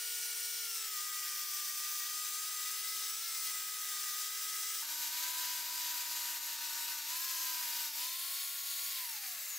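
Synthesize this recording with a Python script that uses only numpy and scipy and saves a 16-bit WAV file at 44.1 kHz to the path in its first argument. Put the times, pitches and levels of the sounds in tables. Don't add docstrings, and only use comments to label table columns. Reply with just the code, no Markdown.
import sys
import numpy as np
from scipy import signal
from scipy.io import wavfile
from scipy.ndimage import uniform_filter1d

SR = 44100
rng = np.random.default_rng(int(sys.argv[2]) if len(sys.argv) > 2 else 0)


def volts_from_db(level):
    exponent = np.asarray(level, float) / 20
    return 10 ** exponent


def to_wav(s):
    ch = np.atleast_2d(s).T
    pcm = np.round(np.clip(ch, -1, 1) * 32767)
    wavfile.write(sys.argv[1], SR, pcm.astype(np.int16))


N = 422478

# [t/s, f/Hz]
SHAFT_HZ = [(0.0, 456.7), (0.583, 456.7), (0.97, 394.3), (1.65, 381.2), (3.05, 406.8), (3.244, 429.5),
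            (3.5, 400.2), (4.1, 396.1), (4.82, 411.4), (4.824, 298.4), (5.36, 314.3), (7.04, 300.4),
            (7.24, 333.0), (7.93, 294.8), (8.12, 332.5), (8.25, 343.1), (8.45, 351.7), (8.91, 352.7)]
# [t/s, speed sag/%]
PRESSES_PCT = [(0.983, 1.78), (1.327, 0.88), (1.551, 1.13), (1.696, 0.82), (2.025, 1.72), (2.305, 1.32),
               (2.604, 1.7), (2.704, 0.61), (3.013, 1.02), (3.138, 1.42), (3.966, 2.3), (4.116, 2.64),
               (4.23, 1.12), (4.485, 1.09), (4.62, 1.52), (4.834, 1.31), (5.078, 1.83), (5.453, 0.68),
               (5.622, 1.89), (5.862, 0.85), (6.061, 0.82), (6.236, 0.9), (6.395, 1.84), (6.58, 1.63),
               (6.715, 2.17), (6.805, 0.81), (7.049, 3.01), (7.533, 1.28), (7.683, 1.73), (7.947, 2.14)]
# [t/s, stage/index]
STAGES = [
    (0, 0),
    (.8, 0),
    (1, 1),
    (4.82, 1),
    (4.83, 2),
    (8, 2),
    (8.3, 3),
    (8.92, 3),
    (9.08, 4),
]
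# [multiple of shaft/1, then rms level/dB when idling, pressed, pressed at lower pace,
# lifted, running down]
STRONG_DB = [(3.167, -57.9, -57.7, -65.6, -66.2, -66.3), (5, -66.6, -60.6, -58.1, -86.2, -64.7),
             (15.833, -64.8, -67.3, -60.7, -75.2, -61.8), (19, -56.9, -58.1, -57.7, -53.1, -58.7),
             (38, -44.1, -46.2, -59.4, -61.2, -58.4)]
STRONG_TRIM_DB = (.3, 1, 0, 1.3, 1.3)
STRONG_SWAY = (1.4, 0.9, 1.2, 1.2, 1.2)
# [multiple of shaft/1, then rms level/dB when idling, pressed, pressed at lower pace,
# lifted, running down]
WEAK_DB = [(1, -70.5, -74, -75, -78.5, -81), (2, -77, -78, -77, -73, -85), (3, -68, -67, -65, -68, -67),
           (4, -66, -66, -67, -67, -85), (6, -70, -67, -69, -72, -70),
           (6.333, -60.5, -72, -76, -68, -72), (7, -70, -70, -69, -72, -72),
           (8, -85, -69, -65, -71, -82), (9, -59.5, -83, -72, -68, -85), (9.5, -66, -63, -62, -62, -62),
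           (12.667, -54, -59, -60, -62, -63),
           (15, -72, -62, -64, -85, -72), (20, -84, -62, -63, -85, -85),
                (22.167, -64, -69, -66, -66, -62), (28.5, -65, -63, -65, -55, -70),
                (31.667, -68, -64, -66, -65, -64), (34.833, -85, -70, -70, -70, -60),
                (37, -85, -63, -66, -72, -85), (39, -85, -63, -64, -85, -85),
                (41.167, -85, -73, -64, -57, -64), (44.333, -85, -85, -64, -60, -62)]
# [multiple/1, f/Hz, level/dB, width/Hz]
RINGS_DB = [(3.167, 599, -8.1, 48), (3.167, 790, 2.4, 63), (3.167, 992, 3.0, 12), (3.167, 992, 9.5, 79),
            (3.167, 1246, 6.0, 25), (3.167, 1253, -1.7, 15), (5, 940, -12.2, 75), (5, 1529, -2.5, 18),
            (5, 1745, 13.9, 35), (5, 2272, 7.0, 182), (15.833, 3200, -13.6, 256), (15.833, 4900, 4.8, 59),
            (15.833, 5762, 6.7, 461), (15.833, 6009, 7.6, 210), (15.833, 7066, -6.5, 85),
            (19, 3934, -12.3, 315), (19, 5031, -4.8, 176), (19, 5538, 3.8, 111), (19, 5951, -6.8, 119),
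            (19, 6511, -12.6, 78), (19, 7211, -8.5, 87), (19, 7611, 4.7, 609), (38, 9648, -13.1, 772),
            (38, 9648, 4.9, 338), (38, 11620, 4.7, 232), (38, 13101, -7.1, 157), (38, 13180, 7.4, 461),
            (38, 14950, -1.4, 179), (38, 15221, -11.8, 533)]
# [multiple/1, f/Hz, level/dB, width/Hz]
RUNDOWN_RINGS_DB = [(1, 218, 7, 22), (3.167, 510, -12, 50), (3.167, 660, -4, 60), (3, 985, 5, 30),
                    (3, 1250, 6, 35), (5, 820, -10, 60), (5, 1200, -7, 150), (9.5, 1700, -8, 350),
                    (12.667, 2300, -8, 500), (15.833, 2650, -12, 250), (19, 3250, -12, 300),
                    (34.833, 6400, 3, 600), (38, 6600, 7.5, 800), (41.167, 7400, 3, 600)]
# [t/s, loss/dB]
COAST_DB = [(9.0, -0.5), (9.3, 2.5), (9.58, 13)]
# [t/s, loss/dB, length/s]
TURNS_DB = [(0.902, 1.6, 0.02), (1.07, 1.3, 0.03), (1.473, 2.5, 0.022), (1.74, 2, 0.024), (2.03, 0.5, 0.02),
            (2.503, 1.3, 0.037), (3.203, 1.5, 0.045), (3.746, 1.8, 0.088), (4.337, 1.3, 0.035),
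            (4.862, 5, 0.02), (4.964, 3, 0.02), (5.108, 2.5, 0.027), (5.325, 1.5, 0.012),
            (5.463, 0.4, 0.027), (5.627, 1.5, 0.057), (5.75, 1, 0.036), (6.063, 1.6, 0.026),
            (6.4, 2.7, 0.018), (6.485, 1.3, 0.09), (6.575, 3, 0.017), (7.03, 3, 0.048), (7.924, 5, 0.03),
            (8.147, 2.5, 0.038), (8.281, 0.5, 0.02), (8.576, 1.5, 0.11), (9.099, 1, 0.059),
            (9.213, 2.5, 0.017), (9.354, 0.5, 0.016)]
# [t/s, fifth-order loss/dB, length/s]
HOPS_DB = [(.75, 8, .05), (3.175, 15, 0.052), (4.798, 7, 0.064), (7.11, 18, 0.041), (7.98, 11, 0.044)]
# [t/s, level/dB, pad rub above it/dB]
ROAR_DB = [(0, -38.5, 3), (.7, -38.5, 2.5), (1.1, -38.5, 5.5), (4.8, -38, 4), (4.9, -36.5, -4.5),
           (6.9, -38.5, -3), (7.2, -37, -5.5), (7.7, -37.5, -4.5), (7.84, -36.5, -7), (8.05, -37, -3.5),
           (8.25, -38, 1.5), (8.9, -38.5, 1.5), (9.58, -42, 5.5)]
# [f/Hz, density/dB per Hz]
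OVER_WORK_DB = [(50, -115), (520, -113), (800, -102), (1200, -97), (1950, -89.5), (2500, -88.5),
                (3100, -85), (4200, -83.5), (5700, -78.5), (7000, -82.5), (10300, -82.5), (11700, -90),
                (14400, -80), (15900, -83)]
# [f/Hz, density/dB per Hz]
LOWER_PACE_DB = [(50, -115), (400, -111), (650, -101), (950, -89.5), (1500, -83), (2500, -85.5),
                 (4500, -80), (6000, -81.5), (7300, -80), (8400, -83), (9100, -89), (10300, -86),
                 (11600, -80), (15900, -84)]
# [f/Hz, density/dB per Hz]
LIFTED_DB = [(50, -118.5), (420, -113), (750, -100), (1500, -93), (2000, -84.5), (2800, -86), (4200, -78),
             (5800, -84.5), (8000, -82.5), (9400, -85.5), (11000, -82.5), (12500, -83.5), (13600, -78.5),
             (15900, -85)]
# [f/Hz, density/dB per Hz]
COASTING_DB = [(50, -118), (350, -117), (700, -100), (1200, -92.5), (2000, -82), (3100, -87), (4400, -81.5),
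               (5400, -85), (6600, -81), (9500, -87.5), (11000, -81), (12200, -82), (14000, -80.5),
               (15900, -83)]
# [t/s, share/1]
LIFT_SHARE = [(7.96, 0.014), (8.12, 0.97)]
# [t/s, share/1]
SLOW_SHARE = [(8.95, 0.02), (9.15, 0.81)]
# [f/Hz, correlation/1]
PORT_LIKENESS = [(60, .85), (300, .9), (1400, .88), (4000, .89), (15000, .87)]
# [f/Hz, level/dB]
PORT_LEAN_DB = [(60, -3.5), (300, 3.5), (700, 0.5), (1300, 3.5), (2400, 3), (5000, 2), (15000, .5)]
# [f/Hz, phase/rad]
PORT_LEAD_RAD = [(100, 0.034), (1300, 0.36), (3500, .1), (16000, .08)]


def evened(x):
    return x / np.sqrt(np.mean(x ** 2) + 1e-20)


def at_time(points, t):
    return np.interp(t, *np.transpose(points))


def at_hz(points, hz):
    f, value = np.transpose(points)
    return np.interp(np.log(hz + 1), np.log(f + 1), value)


def bumps(x, rows):
    return sum(height * np.exp(-.5 * ((x - centre) / width) ** 2) for centre, height, width in rows)


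def wander(per_s, count, size=1):
    knots = rng.standard_normal((count, 1500))
    place = np.arange(0, N, size) / SR * min(per_s, 150)
    return [1.22 * np.interp(place, np.arange(1500), k) for k in knots]


def snapped(multiple):
    return round(6 * multiple) / 6


def shaft(press_s=.04, off_s=8.915, drag_per_s=.76, friction_hz=109):
    t = np.arange(N) / SR
    coarse_t = t[::64]
    presses = [(s, sag_pct, press_s) for s, sag_pct in PRESSES_PCT]
    sag_pct = np.interp(t, coarse_t, bumps(coarse_t, presses))
    driven_hz = at_time(SHAFT_HZ, t) * np.exp(-sag_pct / 100)
    coasting = np.exp(-drag_per_s * np.maximum(t - off_s, 0))
    return (driven_hz + friction_hz) * coasting - friction_hz


def order_levels(t, shaft_hz, follow=0.88, usual_db=-39, loudest_db=-50):
    stage = at_time(STAGES, t)
    turn_db = bumps(t, TURNS_DB)
    lines = []
    for (multiple, *stage_db), sway, trim_db in zip(STRONG_DB, STRONG_SWAY, STRONG_TRIM_DB):
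        order = snapped(multiple)
        rings = [ring for owner, *ring in RINGS_DB if owner == multiple]
        db = np.interp(stage, range(5), stage_db) + trim_db
        db = db + bumps(order * shaft_hz, rings) - sway * turn_db
        if order == 5:
            db = db - bumps(t, HOPS_DB)
        lines.append((order, np.minimum(db, loudest_db)))

    roar_db = np.interp(t, *np.transpose(ROAR_DB)[:2])
    grip_db = follow * (roar_db - turn_db - usual_db)
    coast_db = at_time(COAST_DB, t)
    for multiple, *stage_db in WEAK_DB:
        db = np.interp(stage, range(5), stage_db) + grip_db - coast_db * (multiple < 8)
        lines.append((snapped(multiple), db))

    ringing = []
    for order, db in lines:
        rings = [ring for owner, *ring in RUNDOWN_RINGS_DB if snapped(owner) == order]
        ringing.append((order, db + bumps(order * shaft_hz, rings)))
    return ringing


def whine(shaft_hz, blur_turns=0.0024, blur_per_s=90, drift_db=2.5):
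    bite_order, bite_db, bite_rad, bites_per_s = 5, 2.3, .55, 40
    judder_rad = .025
    t = np.arange(N) / SR
    coarse_t, coarse_hz = t[::64], shaft_hz[::64]
    turns = np.cumsum(shaft_hz) / SR + blur_turns * wander(blur_per_s, count=1)[0]
    lines = order_levels(coarse_t, coarse_hz)
    swings = wander(45, count=len(lines), size=64)
    drifts = wander(6, count=len(lines), size=64)
    loaded = np.minimum(at_time(STAGES, t), 1)
    bite, slip = (loaded * curve for curve in wander(bites_per_s, count=2))
    out = np.zeros((2, N))
    for (order, db), swing, drift in zip(lines, swings, drifts):
        hz = order * coarse_hz
        lean_db = at_hz(PORT_LEAN_DB, hz) / 2 + drift_db * drift * min(order / 6, .5)
        slip_rad = order * judder_rad
        if order == bite_order:
            db = db + bite_db * bite[::64]
            slip_rad += bite_rad
        size = np.sqrt(2) * volts_from_db(db) * (1 + .085 * np.log(order + .3) * swing)
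        left = np.interp(t, coarse_t, size * volts_from_db(lean_db))
        right = np.interp(t, coarse_t, size / volts_from_db(lean_db))
        lead = np.interp(t, coarse_t, at_hz(PORT_LEAD_RAD, hz))
        angle = 2 * np.pi * (order * turns + rng.random()) + slip_rad * slip
        out[0] += left * np.sin(angle + lead / 2)
        out[1] += right * np.sin(angle - lead / 2)
    return out


def roar_colour(t, hz, pace_s):
    work_db = np.where(t < pace_s, at_hz(OVER_WORK_DB, hz), at_hz(LOWER_PACE_DB, hz))
    lifted = np.clip(at_time(LIFT_SHARE, t), 0, 1)
    slow = np.clip(at_time(SLOW_SHARE, t), 0, 1)
    away_db = (1 - slow) * at_hz(LIFTED_DB, hz) + slow * at_hz(COASTING_DB, hz)
    colour = volts_from_db((1 - lifted) * work_db + lifted * away_db)
    return colour / np.sqrt(2 * (colour ** 2).sum(0))


def roar(shaft_hz, patchy_db=0.59, ripple_db=1.38, flicker_db=.5, throb=0.16):
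    pace_s, pace = 4.822, .79
    rub_hz, rub_octaves, rub_keeps = 1450, .45, 0.17
    frames, hz = N // 128 + 9, np.fft.rfftfreq(512, 1 / SR)[:, None]
    t = np.arange(frames) * 128 / SR
    a, b, c, d, patches, ripples = rng.standard_normal((frames, 257, 6)).T
    patches = evened(uniform_filter1d(uniform_filter1d(patches, 30, 0), 24, 1))
    ripples = evened(uniform_filter1d(uniform_filter1d(ripples, 2, 0), 300, 1))
    flicker = evened(uniform_filter1d(rng.standard_normal(frames), size=4))

    s, level_db, rub_db = np.transpose(ROAR_DB)
    turn_db = bumps(t, TURNS_DB)
    level_db = np.interp(t, s, level_db) - turn_db
    rub_db = np.interp(t, s, rub_db) + rub_keeps * turn_db
    paced_hz = hz / np.where(t < pace_s, 1, pace)
    rub = np.exp(-.5 * (np.log2(paced_hz / rub_hz + 1e-3) / rub_octaves) ** 2)

    same = np.clip(at_hz(PORT_LIKENESS, hz), -1, 1)
    left = a + 1j * b
    right = same * left + np.sqrt(1 - same ** 2) * (c + 1j * d)
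    right = right * np.exp(-1j * at_hz(PORT_LEAD_RAD, hz))
    lean_db = at_hz(PORT_LEAN_DB, hz) / 2
    z = np.array([left * volts_from_db(lean_db), right * volts_from_db(-lean_db)]) * roar_colour(t, hz, pace_s)
    z *= volts_from_db(level_db + rub * rub_db + patchy_db * patches + ripple_db * ripples + flicker_db * flicker)
    air = signal.istft(z, nperseg=512, noverlap=384)[1][:, :N]
    return volts_from_db(4.5) * air * (1 + throb * np.sin(2 * np.pi * np.cumsum(shaft_hz) / SR))


def hand_shake_db():
    return 0.22 * wander(60, count=1)[0] + 0.17 * wander(26, count=1)[0]


def scene():
    shaft_hz = shaft()
    return (whine(shaft_hz) + roar(shaft_hz)) * volts_from_db(hand_shake_db())


def top_cut(x):
    return signal.sosfilt(signal.butter(12, 17080, fs=SR, output="sos"), x)


def record(dry):
    edge = signal.firwin(1023, 15765, window=("kaiser", 10), fs=SR)
    mix = signal.oaconvolve(dry, edge[None], "same")
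    return top_cut(mix)


dry = scene()
out = record(dry)
to_wav(out)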